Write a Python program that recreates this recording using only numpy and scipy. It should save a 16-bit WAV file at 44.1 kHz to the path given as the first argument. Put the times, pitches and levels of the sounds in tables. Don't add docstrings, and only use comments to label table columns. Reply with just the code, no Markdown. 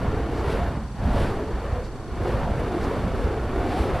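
import sys
import numpy as np
from scipy import signal
from scipy.io import wavfile
from scipy.ndimage import uniform_filter1d

SR = 44100
rng = np.random.default_rng(int(sys.argv[2]) if len(sys.argv) > 2 else 0)


def master_out(mix):
    frames = np.transpose(np.atleast_2d(mix))
    ceiling = np.clip(frames, -1, 1)
    pcm = np.round(ceiling * 32767).astype(np.int16)
    wavfile.write(sys.argv[1], SR, pcm)


N = 176400

# frequency_hz, relative_db
BACKGROUND_COLOUR = [(40, 4), (300, 3), (1000, 4), (2500, 5), (5000, 7), (6500, 3.5), (9500, 5),
                     (12500, -25)]
BREEZE_COLOUR = [(15, -20), (45, 1.5), (80, -1), (130, -13), (220, -19), (450, -40.5), (900, -28.5),
                 (1500, -50)]
HISS_COLOUR = [(600, -5), (1500, 1.5), (2500, -2.5), (4500, -7), (6500, -20), (9500, -14.5), (12500, -25)]
RUMBLE_COLOUR = [(15, 13), (28, -15.5), (42, -2), (58, 1.5), (80, -4), (112, -3.5), (135, -5.5),
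                 (165, -13.5), (215, -6.5), (400, -29), (1000, -43)]
ROAR_COLOUR = [(110, -10), (220, 0), (330, -1), (450, -1), (620, -4.5), (800, -7), (1050, -9),
               (1400, -12.5), (2000, -20), (3000, -27), (4800, -35.5), (6500, -45), (12000, -46.5)]
# pitch_hz, base_level_db
WHINE_TONES = [(4488, -62), (5988, -68.5), (7105, -78), (7488, -77)]
# centre_s, length_s, gain_db
WHINE_PULSES = [(.002, 0.013, 3), (0.02, 0.0085, -29)]
# time_s, level_db
BREEZE_STRENGTH = [(0, -45), (.85, -46), (1.12, -48), (1.4, -47), (2.05, -45.5), (2.45, -38.5),
                   (2.8, -42.5), (3.15, -36), (3.42, -47), (3.85, -39), (4, -39)]
# centre_s, level_db, half_length_s, pitch_hz
FUEL_SPITS = [(0.39, -53, 0.036, 4570), (1.854, -54, .016, 4550), (2.6, -57, 0.0086, 9500),
              (2.838, -50, 0.017, 4870)]
# centre_s, level_db, half_length_s
FAST_SWEEPS = [(0.522, -41, 0.049), (1.214, -40.5, 0.092), (2.294, -47.5, 0.067), (2.865, -49.5, 0.24),
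               (3.226, -51, 0.045), (3.783, -41, 0.1)]
# centre_s, relative_db, half_length_s, pitch_hz, glide_octaves_per_s
WICK_NOTES = [(0.185, -31, 0.053, 440, 0), (0.533, -30.5, 0.034, 460, .6), (.625, -32.5, 0.045, 696, -.4),
              (0.82, -36, 0.045, 220, 0), (1.11, -27.5, 0.035, 215, 1), (1.17, -30.5, 0.058, 676, -.3),
              (1.15, -36, 0.059, 886, -1.1), (1.43, -33, .08, 423.6, .4), (1.73, -37, 0.038, 725, 0.096),
              (1.782, -33.5, 0.033, 502, 0.63), (2.321, -30, 0.058, 520, 0.74), (2.46, -33, .03, 910, -.5),
              (2.779, -29.5, 0.035, 345, -1), (2.908, -37.5, 0.053, 1002, -1.2),
              (2.954, -33, .03, 596, 0.19), (3.31, -30.5, 0.11, 447.7, -0.48),
              (3.62, -29.5, 0.062, 385.7, -.8), (3.74, -32, 0.11, 753, 0.47), (3.862, -27.5, 0.029, 516, 0)]
# centre_s, peak_db, pitch_hz
FLAME_PUFFS = [(0.087, -19, 58.4), (.635, -19, 56), (.775, -20.5, 199), (1.058, -15, 62), (1.09, -15, 196),
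               (1.147, -17, 213), (1.211, -13, 68), (1.547, -17, 48.3), (1.73, -15.5, 73.6),
               (2.35, -15.5, 97), (3.25, -14.5, 62), (3.579, -31.5, 60), (3.81, -16, 57.6)]
# time_s, relative_db
RUMBLE_STRENGTH = [(0, -29), (.11, -23.5), (.28, -28), (.47, -26.5), (.66, -27), (.92, -34.5), (1.08, -23),
                   (1.23, -22.5), (1.35, -30), (1.62, -31), (1.76, -28.5), (1.93, -34.5), (2.08, -34),
                   (2.19, -26.5), (2.35, -28), (2.47, -26), (2.62, -26.5), (2.75, -33), (2.85, -25.5),
                   (2.94, -32), (3.03, -25.5), (3.2, -28.5), (3.42, -27), (3.6, -26), (3.73, -31),
                   (3.88, -28), (4, -28)]
# time_s, delay_ms
ECHO_DELAY = [(0, 1.53), (.2, 2.9), (.38, 2.57), (.52, 2.03), (.66, 1.32), (.85, 1.1), (1.1, 1.42),
              (1.21, 1.95), (1.3, 2.44), (1.52, 3.44), (1.64, 1.9), (1.75, 1.64), (1.87, 2.26),
              (1.97, 2.85), (2.18, 2.85), (2.44, 1.38), (2.58, 1.43), (2.68, 2.8), (2.88, 2.5),
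              (3.02, 1.05), (3.27, 2.3), (3.43, 3), (3.7, 2.62), (3.82, 2.68), (3.94, 1.63)]
# time_s, rush_db, body_db
FAN_SWING = [(0, -34.5, -29), (.14, -37, -30.5), (.3, -40, -30.5), (.54, -30.5, -27.5), (.75, -43.5, -32.5),
             (.92, -62, -42.5), (1.06, -37, -32.5), (1.21, -29.5, -26), (1.33, -38.5, -30),
             (1.44, -44, -31), (1.57, -44, -34), (1.75, -39.5, -33.5), (1.88, -56, -38.5), (2.06, -55, -37),
             (2.26, -35.5, -28.5), (2.48, -36.5, -29), (2.72, -38.5, -29), (2.87, -33.5, -28.5),
             (3.08, -38, -29), (3.25, -37.5, -29.5), (3.42, -41, -33), (3.65, -34, -28), (3.8, -33, -26.5),
             (4, -30.5, -29)]
# frequency_hz, share_0_to_1
RUSH_MIX = [(450, 0), (900, 0.94)]
# frequency_hz, roar_db_per_swing_db
SWING_RESPONSE = [(150, 2.55), (400, 1.12), (900, 0.5), (2000, 0.56), (6000, 0.5)]

FRAME_S, WHINE_WANDER_HZ = 0.04, 2.6
BREEZE_GUST_DB, BREEZE_PAN_DB = 2, 2.5
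BACKGROUND_DB, HISS_FLUTTER_DB = -55.5, 1
SPIT_WIDTH_OCTAVES, PUFF_CYCLES = 0.5, 0.72
WHOOSH_WIDTH_SHARE, WHOOSH_GAIN_DB, WHOOSH_STEADY_S = 0.076, -2.5, 0.096
RUMBLE_GAIN_DB, RUMBLE_FLUTTER_DB, RUMBLE_STEADY_S, LOW_PAN_DB = -1, 1.65, 0.11, 0.5
ECHO_DB, ECHO_CUTOFF_HZ = -9.5, 690
ROAR_DB, ROAR_FLUTTER_DB, ROAR_BAND_FLUTTER_DB = -30.5, 0.9, 0.79
TREBLE_CUTOFF_HZ = 12700


def from_db(db):
    return 10 ** (np.asarray(db) / 20)


def rms_one(x):
    return x / np.sqrt(np.mean(x ** 2) + 1e-20)


def clock():
    return np.arange(N) / SR


def in_time(rows):
    return np.interp(clock(), *np.transpose(rows))


def at_hz(points, hz):
    frequencies, values = np.transpose(points)
    return np.interp(np.log(hz), np.log(frequencies), values)


def drift(rate_hz):
    step = 40
    memory = np.exp(-2 * np.pi * rate_hz * step / SR)
    noise = rng.standard_normal(N // step + 2002)
    smooth = signal.lfilter([1], [1, -2 * memory, memory ** 2], noise)[2000:]
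    return np.interp(np.arange(N) / step, np.arange(len(smooth)), rms_one(smooth))


def noise_bands(colour, width_db):
    edges = 18 * 2 ** (np.arange(30) / 3)
    centres = np.sqrt(edges[1:] * edges[:-1])
    in_range = (edges[1:] > colour[0][0]) & (edges[:-1] < colour[-1][0])
    gains = from_db(at_hz(colour, centres)) * np.sqrt(np.diff(edges)) * in_range
    gains = gains / np.linalg.norm(gains)
    spread = from_db(width_db) * np.array([[1], [-1]])
    white = [rng.standard_normal(N) + spread * rng.standard_normal(N) for _ in range(2)]
    for k in np.flatnonzero(gains):
        band_filter = signal.butter(2, edges[k:k + 2], "band", fs=SR, output="sos")
        padded = np.pad(white[k % 2], ((0, 0), (SR // 10, 0)), "wrap")
        yield centres[k], gains[k] * rms_one(signal.sosfilt(band_filter, padded)[:, -N:])


def coloured_noise(colour, width_db):
    return sum(band for _, band in noise_bands(colour, width_db))


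def lean_right(db):
    return from_db(db * np.array([[-1], [1]]))


def background_hiss():
    return from_db(BACKGROUND_DB) * coloured_noise(BACKGROUND_COLOUR, width_db=0.5)


def camera_whine():
    phases = [2 * np.pi * np.cumsum(hz + WHINE_WANDER_HZ * drift(16)) / SR for hz, _ in WHINE_TONES]
    out = 0
    for k, (centre_s, length_s, gain_db) in enumerate(WHINE_PULSES):
        offset_s = (clock() - centre_s + FRAME_S / 2) % FRAME_S - FRAME_S / 2
        switched_on = abs(offset_s) < length_s / 2
        shift = k * np.pi / 2
        tones = sum(from_db(db) * np.sin(phase + shift) for phase, (_, db) in zip(phases, WHINE_TONES))
        out = out + uniform_filter1d(from_db(gain_db) * switched_on, size=64) * tones
    return out * np.sqrt(2)


def breeze():
    gusts = from_db(in_time(BREEZE_STRENGTH) + BREEZE_GUST_DB * drift(3.9))
    return lean_right(BREEZE_PAN_DB) * gusts * coloured_noise(BREEZE_COLOUR, width_db=0)


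def fuel_spits():
    out = np.zeros(N)
    for centre_s, db, half_s, hz in FUEL_SPITS:
        edges = hz * 2 ** (SPIT_WIDTH_OCTAVES * np.array([-0.5, 0.5]))
        band_filter = signal.butter(1, edges, "band", fs=SR, output="sos")
        sizzle = rms_one(signal.sosfilt(band_filter, rng.standard_normal(N)))
        swell = np.exp(-0.5 * ((clock() - centre_s) / half_s) ** 2)
        out += from_db(db) * swell * sizzle
    return out


def sweep_hiss():
    swell = 0
    for centre_s, db, half_s in FAST_SWEEPS:
        swell += from_db(db) / (1 + ((clock() - centre_s) / half_s) ** 2)
    flutter = from_db(HISS_FLUTTER_DB * drift(70))
    return swell * flutter * coloured_noise(HISS_COLOUR, width_db=-46)


def wick_whooshes():
    out = np.zeros(N)
    for centre_s, db, half_s, hz, glide in WICK_NOTES:
        offset_s = clock() - centre_s
        phase = 2 * np.pi * np.cumsum(hz * 2 ** (glide * offset_s)) / SR
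        width_hz = WHOOSH_WIDTH_SHARE * hz
        swirls = drift(width_hz) * np.cos(phase) + drift(width_hz) * np.sin(phase)
        strength = np.sqrt(uniform_filter1d(swirls ** 2, size=int(WHOOSH_STEADY_S * SR)))
        swell = np.exp(-0.5 * (offset_s / half_s) ** 2)
        out += from_db(db + WHOOSH_GAIN_DB) * swell * swirls / strength
    return out


def flame_puffs():
    out = np.zeros(N)
    for centre_s, db, hz in FLAME_PUFFS:
        cycles = (clock() - centre_s) * hz
        swell = np.exp(-(cycles / PUFF_CYCLES) ** 2)
        out += from_db(db) * swell * np.cos(2 * np.pi * cycles)
    return signal.sosfilt(signal.butter(1, 10, "high", fs=SR, output="sos"), out)


def flame_rumble():
    bands = noise_bands(RUMBLE_COLOUR, width_db=-36)
    billows = sum(band * from_db(RUMBLE_FLUTTER_DB * drift(27)) for _, band in bands)
    power = np.mean(billows ** 2, axis=0)
    evened_out = billows / np.sqrt(uniform_filter1d(power, size=int(RUMBLE_STEADY_S * SR)))
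    return evened_out * from_db(in_time(RUMBLE_STRENGTH) + RUMBLE_GAIN_DB)


def add_ground_echo(direct):
    dull = signal.sosfilt(signal.butter(1, ECHO_CUTOFF_HZ, fs=SR, output="sos"), direct)
    filter_delay_s = 1 / (2 * np.pi * ECHO_CUTOFF_HZ)
    sent_s = clock() + filter_delay_s - in_time(ECHO_DELAY) / 1000
    echo = np.array([np.interp(sent_s, clock(), side) for side in dull])
    return direct + from_db(ECHO_DB) * echo


def flame_roar():
    times_s, *levels = np.transpose(FAN_SWING)
    rush_db, body_db = (np.interp(clock(), times_s, level - level.mean()) for level in levels)
    out = 0
    for hz, band in noise_bands(ROAR_COLOUR, width_db=-58):
        rush_share = at_hz(RUSH_MIX, hz)
        swing_db = rush_share * rush_db + (1 - rush_share) * body_db
        flutter_db = ROAR_BAND_FLUTTER_DB * drift(43)
        out = out + band * from_db(at_hz(SWING_RESPONSE, hz) * swing_db + flutter_db)
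    return out * from_db(ROAR_DB + ROAR_FLUTTER_DB * drift(85))


def scene():
    pan = lean_right(LOW_PAN_DB)
    flames = add_ground_echo(flame_roar() + pan * flame_rumble())
    fans = flames + pan * flame_puffs() + wick_whooshes() + sweep_hiss() + fuel_spits()
    return fans + breeze() + background_hiss() + camera_whine()


def record(dry):
    return signal.sosfilt(signal.ellip(12, 0.2, 90, TREBLE_CUTOFF_HZ, fs=SR, output="sos"), dry)


dry = scene()
out = record(dry)
master_out(out)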